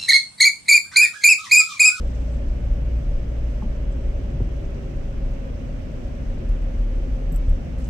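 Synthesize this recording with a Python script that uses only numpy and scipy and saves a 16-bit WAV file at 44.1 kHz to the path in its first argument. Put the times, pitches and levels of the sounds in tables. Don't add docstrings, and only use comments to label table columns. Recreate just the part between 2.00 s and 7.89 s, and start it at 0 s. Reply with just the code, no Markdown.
import sys
import numpy as np
from scipy import signal
from scipy.fft import rfft, irfft, next_fast_len
from scipy.io import wavfile
from scipy.ndimage import uniform_filter1d

SR = 44100
rng = np.random.default_rng(int(sys.argv[2]) if len(sys.argv) > 2 else 0)


def inscribe(sig):
    pcm = np.round(np.clip(np.atleast_2d(sig).T, -1, 1) * 32767)
    wavfile.write(sys.argv[1], SR, pcm.astype(np.int16))


def gain_from_db(level_db):
    decades = np.asarray(level_db, float) / 20
    return 10 ** decades


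N = 259749


def evened(x):
    return x / np.sqrt(np.mean(x ** 2) + 1e-20)


def read(points, hz):
    f, value = np.transpose(points)
    return np.interp(np.log(hz + 1), np.log(f + 1), value)


def curves(rows):
    s, *columns = np.transpose(rows)
    return [np.interp(np.arange(N) / SR, s, c) for c in columns]


def add(mix, s, sound):
    part = mix[:, round(s * SR):][:, :sound.shape[1]]
    part += sound[:, :part.shape[1]]


def band(x, lo_hz, hi_hz):
    edges_hz = [max(lo_hz, 5), min(hi_hz, SR / 2.1)]
    return signal.sosfilt(signal.butter(3, edges_hz, "bandpass", fs=SR, output="sos"), x)


def wander(rate_hz):
    knots = rng.standard_normal(400)
    return np.interp(np.arange(N) / SR * rate_hz, np.arange(len(knots)), knots)


def swells(times, half_s):
    t = np.arange(0, N + 64, 64) / SR
    return np.exp(-((t - np.reshape(times, (-1, 1))) / np.reshape(half_s, (-1, 1))) ** 2)


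def fine(steps):
    return np.interp(np.arange(N) / 64, np.arange(len(steps)), steps)


def puffs(rows):
    out, t = np.zeros((2, N)), np.arange(9000) / SR
    for s, db, lo_hz, hi_hz, t60, alike in rows:
        common, left, right = rng.standard_normal((3, len(t)))
        burst = (alike * common + (1 - alike) * np.array([left, right])) * gain_from_db(-60 * t / t60)
        passed = np.sqrt((hi_hz - lo_hz) / (SR / 2))
        add(out, s, gain_from_db(db + 1.0) / passed * band(burst, lo_hz, hi_hz))
    return out


# frequency_hz, likeness [-1 to 1]
PORT_LIKENESS = [(60, 0.94), (130, 0.87), (290, 0.71), (640, 0.14), (1410, -0.12), (3100, 0.059),
                 (6820, -0.038), (15000, -0.52)]


def noise(spectrum, size, patchy_db):
    hop, hz = size // 4, np.fft.rfftfreq(size, 1 / SR)
    a, b, c, d, patches = rng.standard_normal((N // hop + 5, len(hz), 5)).T
    patches = uniform_filter1d(patches, size=10, axis=0)
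    patches = evened(uniform_filter1d(patches, size=8, axis=1))
    same = np.clip(read(PORT_LIKENESS, hz), -1, 1)[:, None]
    left = a + 1j * b
    right = same * left + np.sqrt(1 - same ** 2) * (c + 1j * d)
    level_db = read(spectrum, hz)[:, None] + patchy_db * patches
    z = np.array([left, right]) * gain_from_db(level_db)
    return evened(signal.istft(z, nperseg=size, noverlap=size - hop)[1][:, :N])


# frequency_hz, density_db [dB per Hz]
ROAR_SPECTRUM = [(35, -39), (60, -1), (102, -8.5), (144, -8), (188, -11), (250, -15.5), (314, -17),
                 (400, -19), (470, -19.5), (555, -17.5), (640, -24), (800, -28.5), (974, -40), (1430, -74)]
# frequency_hz, density_db [dB per Hz]
HISS_SPECTRUM = [(530, -25), (900, -2.5), (1040, -4), (1150, -3), (1880, -5), (2300, -5.5), (2950, -8),
                 (3600, -14.5), (4300, -18), (6100, -16.5), (7100, -25), (7900, -22), (8900, -34.5),
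                 (12000, -36)]


def road():
    t = np.arange(N) / SR
    roar = noise(ROAR_SPECTRUM, size=4096, patchy_db=1.1)
    bass = signal.sosfilt(signal.butter(2, 170, fs=SR, output="sos"), roar)
    coarsen_db = 1.23 * (t - t.mean())
    roar = roar + bass * (gain_from_db(coarsen_db) - 1)
    hiss = noise(HISS_SPECTRUM, size=512, patchy_db=0.74)
    top = signal.sosfilt(signal.butter(2, 3800, "high", fs=SR, output="sos"), hiss)
    spray_db = np.exp(-t / 0.72) + 1.0 + 0.98 * wander(14)
    hiss = hiss + top * (gain_from_db(spray_db) - 1)
    return gain_from_db(-34.5) * roar + gain_from_db(-51.5) * hiss


# middle_s, half_length_s, rate [taps per second]
RUSTLES_OF_CLOTH = [
    (.03, .08, 550),
    (.17, .1, 650),
    (0.326, .06, 550),
    (5.468, .025, 300),
    (5.84, .055, 1300),
]


def drops():
    s, half_s, rate = np.transpose(RUSTLES_OF_CLOTH)
    per_s = 30 + fine(rate @ swells(s, half_s))
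    size_db = 2.4 * np.minimum(rng.exponential(1, N), 4)
    hits = gain_from_db(size_db) * (rng.random(N) < per_s / SR)
    t = np.arange(700) / SR
    tap = band(rng.standard_normal((2, len(t))), 3500, 7600) * gain_from_db(-60 - 60 * t / 0.028)
    return signal.oaconvolve(hits[None], tap, axes=1)[:, :N]


# start_s, level_db [rms], centre_hz, width_hz, t60_s
TRIM_TICKS = [(0.148, -55, 5500, 2600, .1), (0.316, -61, 7900, 877, .1), (0.333, -59, 7900, 900, .1),
              (.35, -64, 8000, 900, .05), (.603, -61, 7500, 2450, .03), (.654, -66, 8200, 5000, 0.033),
              (.714, -56, 6300, 3400, 0.026), (1.63, -61, 6050, 8070, 0.039), (1.923, -57, 7700, 1200, .04),
              (2.745, -55, 5500, 3026, 0.043), (4.49, -52, 6885, 6004, 0.045),
              (5.787, -55.5, 8000, 9000, 0.044), (5.798, -59.5, 8160, 8180, .1),
              (5.82, -59, 6670, 6000, 0.062), (5.843, -50.5, 6830, 3000, 0.08),
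              (5.871, -56.5, 9100, 11400, 0.093)]


def ticks():
    rows = []
    for s, db, hz, width, t60 in TRIM_TICKS:
        rows.append((s, db, max(hz - width / 2, 1500), hz + width / 2, t60, 0.4))
    return puffs(rows)


# start_s, level_db [rms], low_hz, high_hz, t60_s
REVERSAL_THUDS = [
    (1.65, -35, 150, 448, 0.21),
    (2.335, -27.5, 86.5, 169, 0.28),
    (2.402, -36, 90, 610, 0.069),
    (2.41, -23, 60, 148, 0.21),
]


def thuds():
    return puffs([(*row, 0.9) for row in REVERSAL_THUDS])


# start_s, level_db [peak], pitch_hz, t60_s
KNOCKS = [(1.622, -33.5, 860, 0.048), (1.623, -38, 1060, 0.037), (1.628, -22, 198, 0.12),
          (1.651, -22.5, 217, 0.078), (1.689, -36, 131, 0.13), (2.344, -20, 148.4, 0.11),
          (2.403, -21, 248, 0.045), (2.402, -27, 381, 0.058), (2.405, -30, 520, 0.028),
          (2.417, -23, 52, 0.092), (5.32, -20.5, 157, 0.13), (5.47, -14, 74, 0.36)]


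def wiper():
    out, t = np.zeros((2, N)), np.arange(9000) / SR
    for s, db, hz, t60 in KNOCKS:
        onset = 1 - np.exp(-t * hz / 0.5)
        ring = gain_from_db(db - 60 * t / t60) * np.sin(2 * np.pi * hz * t) * onset
        add(out, s, ring * np.ones((2, 1)))
    return out


def motor():
    t = np.arange(N) / SR
    from_s, to_s = 1.75, 3.2
    done = np.clip((t - from_s) / (to_s - from_s), 0, 1)
    hz = 410 - 17 * np.sin(np.pi * done)
    db = -62.5 + 12 * abs(np.sin(2 * np.pi * done)) + 5.0 * wander(9.9)
    running = np.clip(np.minimum(t - from_s, to_s - t) / 0.039, 0, 1)
    return np.sqrt(2) * running * gain_from_db(db) * np.sin(2 * np.pi * np.cumsum(hz) / SR)


# pitch_hz, level_db, t60_s
KEY_MODES = [(5600, -15, .07), (7500, -6, 0.044), (7900, 0, 0.046), (10800, -11, 0.035), (7700, 8.5, 0.043),
             (10300, -10, 0.051), (11170, -2, .05), (11500, -5.5, .04), (11900, -7, .05), (12630, -9, .048),
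             (13370, 1.5, .055), (13590, 1.5, .055), (14160, -19, .04), (14620, -16, .02)]
# start_s, blow_db, tilt_db [dB per octave], scrape [share 0-1]
CLASHES = [
    (4.469, -72, 3.5, .7),
    (5.321, -50.5, -1.5, 0.2),
    (5.326, -57, 2.5, .3),
    (5.341, -55, 0, 0.4),
    (5.35, -61.5, -5, 0.3),
    (5.36, -47.5, -0.5, 0.3),
    (5.494, -58.5, -10, 0.55),
    (5.505, -67, -4, .7),
]


def keys():
    out, t = np.zeros((2, N)), np.arange(5000) / SR
    hz, mode_db, t60 = (c[:, None] for c in np.transpose(KEY_MODES))
    for s, db, tilt_db, scrape in CLASHES:
        luck = rng.standard_normal((len(KEY_MODES), 4))
        level_db = db + mode_db + tilt_db * np.log2(hz / 10000) + 2 * luck[:, :1]
        rattle = rng.standard_normal((len(KEY_MODES), len(t)))
        chatter = 1 + 0.58 * evened(uniform_filter1d(rattle, size=90))
        decay = chatter * gain_from_db(level_db - 60 * t / t60)
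        detuned_hz = hz * (1 + 0.003 * luck[:, 1:2])
        fizz_db = db + 3.0 - 60 * t / 0.055 + 5.5 * np.exp(-t / 0.0025)
        share = np.clip(scrape, 0, 1)
        for ch, side_db in enumerate((-2.5, 2.5)):
            phase = 3 * luck[:, 2 + ch:3 + ch]
            rings = decay * np.sin(2 * np.pi * detuned_hz * t + phase)
            fizz = gain_from_db(fizz_db) * evened(band(rng.standard_normal(len(t)), 9500, 15600))
            clash = (1 - share) * rings.sum(0) + share * fizz
            onset = np.minimum(t / 0.0007, 1)
            add(out[ch:ch + 1], s, gain_from_db(side_db) * (onset * clash)[None])
    return out


# peak_s, level_db
ROAD_DIPS = [(0, -21), (.12, -33), (.48, -26.5), (.73, -28.5), (1.17, -22), (1.39, -26), (1.71, -24),
             (2.06, -24), (2.28, -34.5), (2.66, -31.5), (3.03, -26), (3.21, -29), (3.74, -44), (4.03, -32),
             (4.33, -27.5), (4.8, -31), (5.02, -29), (5.3, -33), (5.49, -16.5)]


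def suspension():
    s, db = np.transpose(ROAD_DIPS)
    swing = fine(np.sqrt(gain_from_db(2 * db) @ swells(s, 0.057) + gain_from_db(2 * -36)))
    shake = evened(band(rng.standard_normal(N), 19.0, 31.9))
    shake = shake / (0.34 + uniform_filter1d(abs(shake), size=4000))
    return swing * evened(shake)


# peak_s, level_db, pitch_hz
ROAD_BUMPS = [(.38, -27.5, 40), (0.539, -24.5, 37), (.71, -20.5, 37), (0.851, -26, 38), (1.09, -20, 39.6),
              (1.54, -28, 42.6), (1.89, -24, 40.04), (2.07, -30, 35.7), (2.17, -28, 34.7),
              (2.42, -22.5, 40.5), (3.03, -30.5, 30.42), (3.23, -24, 29.56), (3.33, -25, 31.1),
              (3.74, -32, 36.3), (3.87, -29.5, 42), (4.03, -31, 39.8), (4.21, -28.5, 38), (4.33, -24.5, 37),
              (4.52, -15, 37.05), (4.64, -19.5, 37), (4.781, -21.5, 37), (4.87, -20.5, 37),
              (4.95, -22.5, 37), (5.02, -21.5, 37), (5.13, -21, 37), (5.26, -25, 37), (5.36, -19.5, 37.1),
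              (5.49, -22, 36.5), (5.8, -26.5, 42.7)]


def body():
    s, db, hz = np.transpose(ROAD_BUMPS)
    bumps = gain_from_db(2 * db)[:, None] * swells(s, 0.035)
    t = np.linspace(0, N / SR, bumps.shape[1])
    ribs = np.clip(np.minimum(t - 4.4, 5.58 - t) / 0.08, 0, 1) * gain_from_db(-33.5)
    calm = gain_from_db(2 * -37) + 0 * t
    power = np.vstack([bumps, ribs ** 2, calm])
    total = power.sum(0)
    boom = fine(np.sqrt(total))
    boom_hz = fine(np.append(hz, [37, 38]) @ power / total)
    ring = np.sqrt(2) * np.sin(2 * np.pi * np.cumsum(boom_hz) / SR)
    rough = evened(band(rng.standard_normal(N), 36.9, 55.9))
    shudder = gain_from_db(-31.0) * evened(boom) ** 0.49 * rough
    return boom * ring + shudder


# order [multiple of wheel rate], level_db
WHEEL_ORDERS = [(10, -46), (11, -48), (16, -46), (27, -53), (29, -48), (30, -60), (31, -53), (32, -49),
                (33, -57), (34, -61), (40, -58), (43, -62), (58, -64), (64, -61), (65, -56), (66, -57),
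                (67, -57), (68, -66), (69, -61), (70, -67), (71, -65), (72, -63), (73, -66), (74, -64),
                (76, -68), (77, -68), (78, -70), (79, -71), (80, -72), (89, -75)]
# pitch_hz, width_hz, lift_db
AIR_RING = [
    (236.3, 20, 13),
    (264.2, 15, 9),
]


def tyres():
    turns_per_firing = 0.1498
    wheel_hz = curves(ENGINE_RUN)[0] * turns_per_firing
    angle = 2 * np.pi * np.cumsum(wheel_hz) / SR
    out = np.zeros((2, N))
    for k, db in WHEEL_ORDERS:
        start, side = rng.uniform(0, 2 * np.pi), rng.choice([-1, 1])
        likeness = np.clip(read(PORT_LIKENESS, k * wheel_hz.mean()), -1, 1)
        lag = side * np.arccos(likeness) / 2
        lift_db = 0
        for hz, width, top_db in AIR_RING:
            lift_db = lift_db + top_db / (1 + (2 * (k * wheel_hz - hz) / width) ** 2)
        wave = np.sin(k * angle + start + 0.32 * wander(2.65) + np.array([[lag], [-lag]]))
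        out += gain_from_db(db + 2.7 * wander(2.98)) * evened(gain_from_db(lift_db)) * wave / np.cos(lag)
    return np.sqrt(2) * gain_from_db(-0.3) * out


# time_s, firing_hz, level_db [firing tone, follows the load]
ENGINE_RUN = [
    (0.0, 57.25, -23),
    (0.8, 57.55, -23.5),
    (1.4, 57.51, -27),
    (2.5, 56.59, -29.5),
    (3.3, 55.6, -34),
    (3.8, 55.48, -43),
    (4.2, 54.96, -33.5),
    (4.7, 54.63, -43),
    (5.5, 53.9, -41),
    (5.89, 53.53, -27),
]


def engine():
    hz, first_db = curves(ENGINE_RUN)
    angle = 2 * np.pi * np.cumsum(hz) / SR
    first = gain_from_db(first_db + 2.4 * wander(6.31)) * np.sin(angle)
    second = gain_from_db(-44 + 3 * wander(2.4)) * np.sin(2 * angle + 1)
    fourth = gain_from_db(-54.5 + 3 * wander(5)) * np.sin(4 * angle + 2)
    return np.sqrt(2) * (first + second + fourth)


def scene():
    outside = road() + drops()
    fittings = ticks() + thuds() + wiper() + motor() + keys()
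    return outside + fittings + suspension() + body() + tyres() + engine()


def band_limit(x):
    return signal.sosfilt(signal.butter(12, 16390, fs=SR, output="sos"), x)


# frequency_hz, difference_db [left minus right]
PORT_DIFFERENCE = [(60, .5), (800, 0.5), (1800, -1.5), (2700, -3.5), (4200, -6), (5400, -12), (6300, -13),
                   (6900, -5.5), (7300, 5), (7900, 17), (8800, 10.5), (10000, 0.5), (15000, -8)]


def record(dry):
    size = next_fast_len(N + 4096)
    hz = np.fft.rfftfreq(size, 1 / SR)
    lean_db = read(PORT_DIFFERENCE, hz) / 2
    gains = gain_from_db(np.array([lean_db, -lean_db]))
    gains = gains / np.sqrt((gains ** 2).mean(0))
    own_hiss = gain_from_db(np.array([[-73], [-72]])) * rng.standard_normal(dry.shape)
    spectrum = rfft(dry, size) * gains + rfft(own_hiss, size)
    heard = irfft(spectrum * (hz < 15750), size)[:, :N]
    return band_limit(heard)


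dry = scene()
out = record(dry)
inscribe(out)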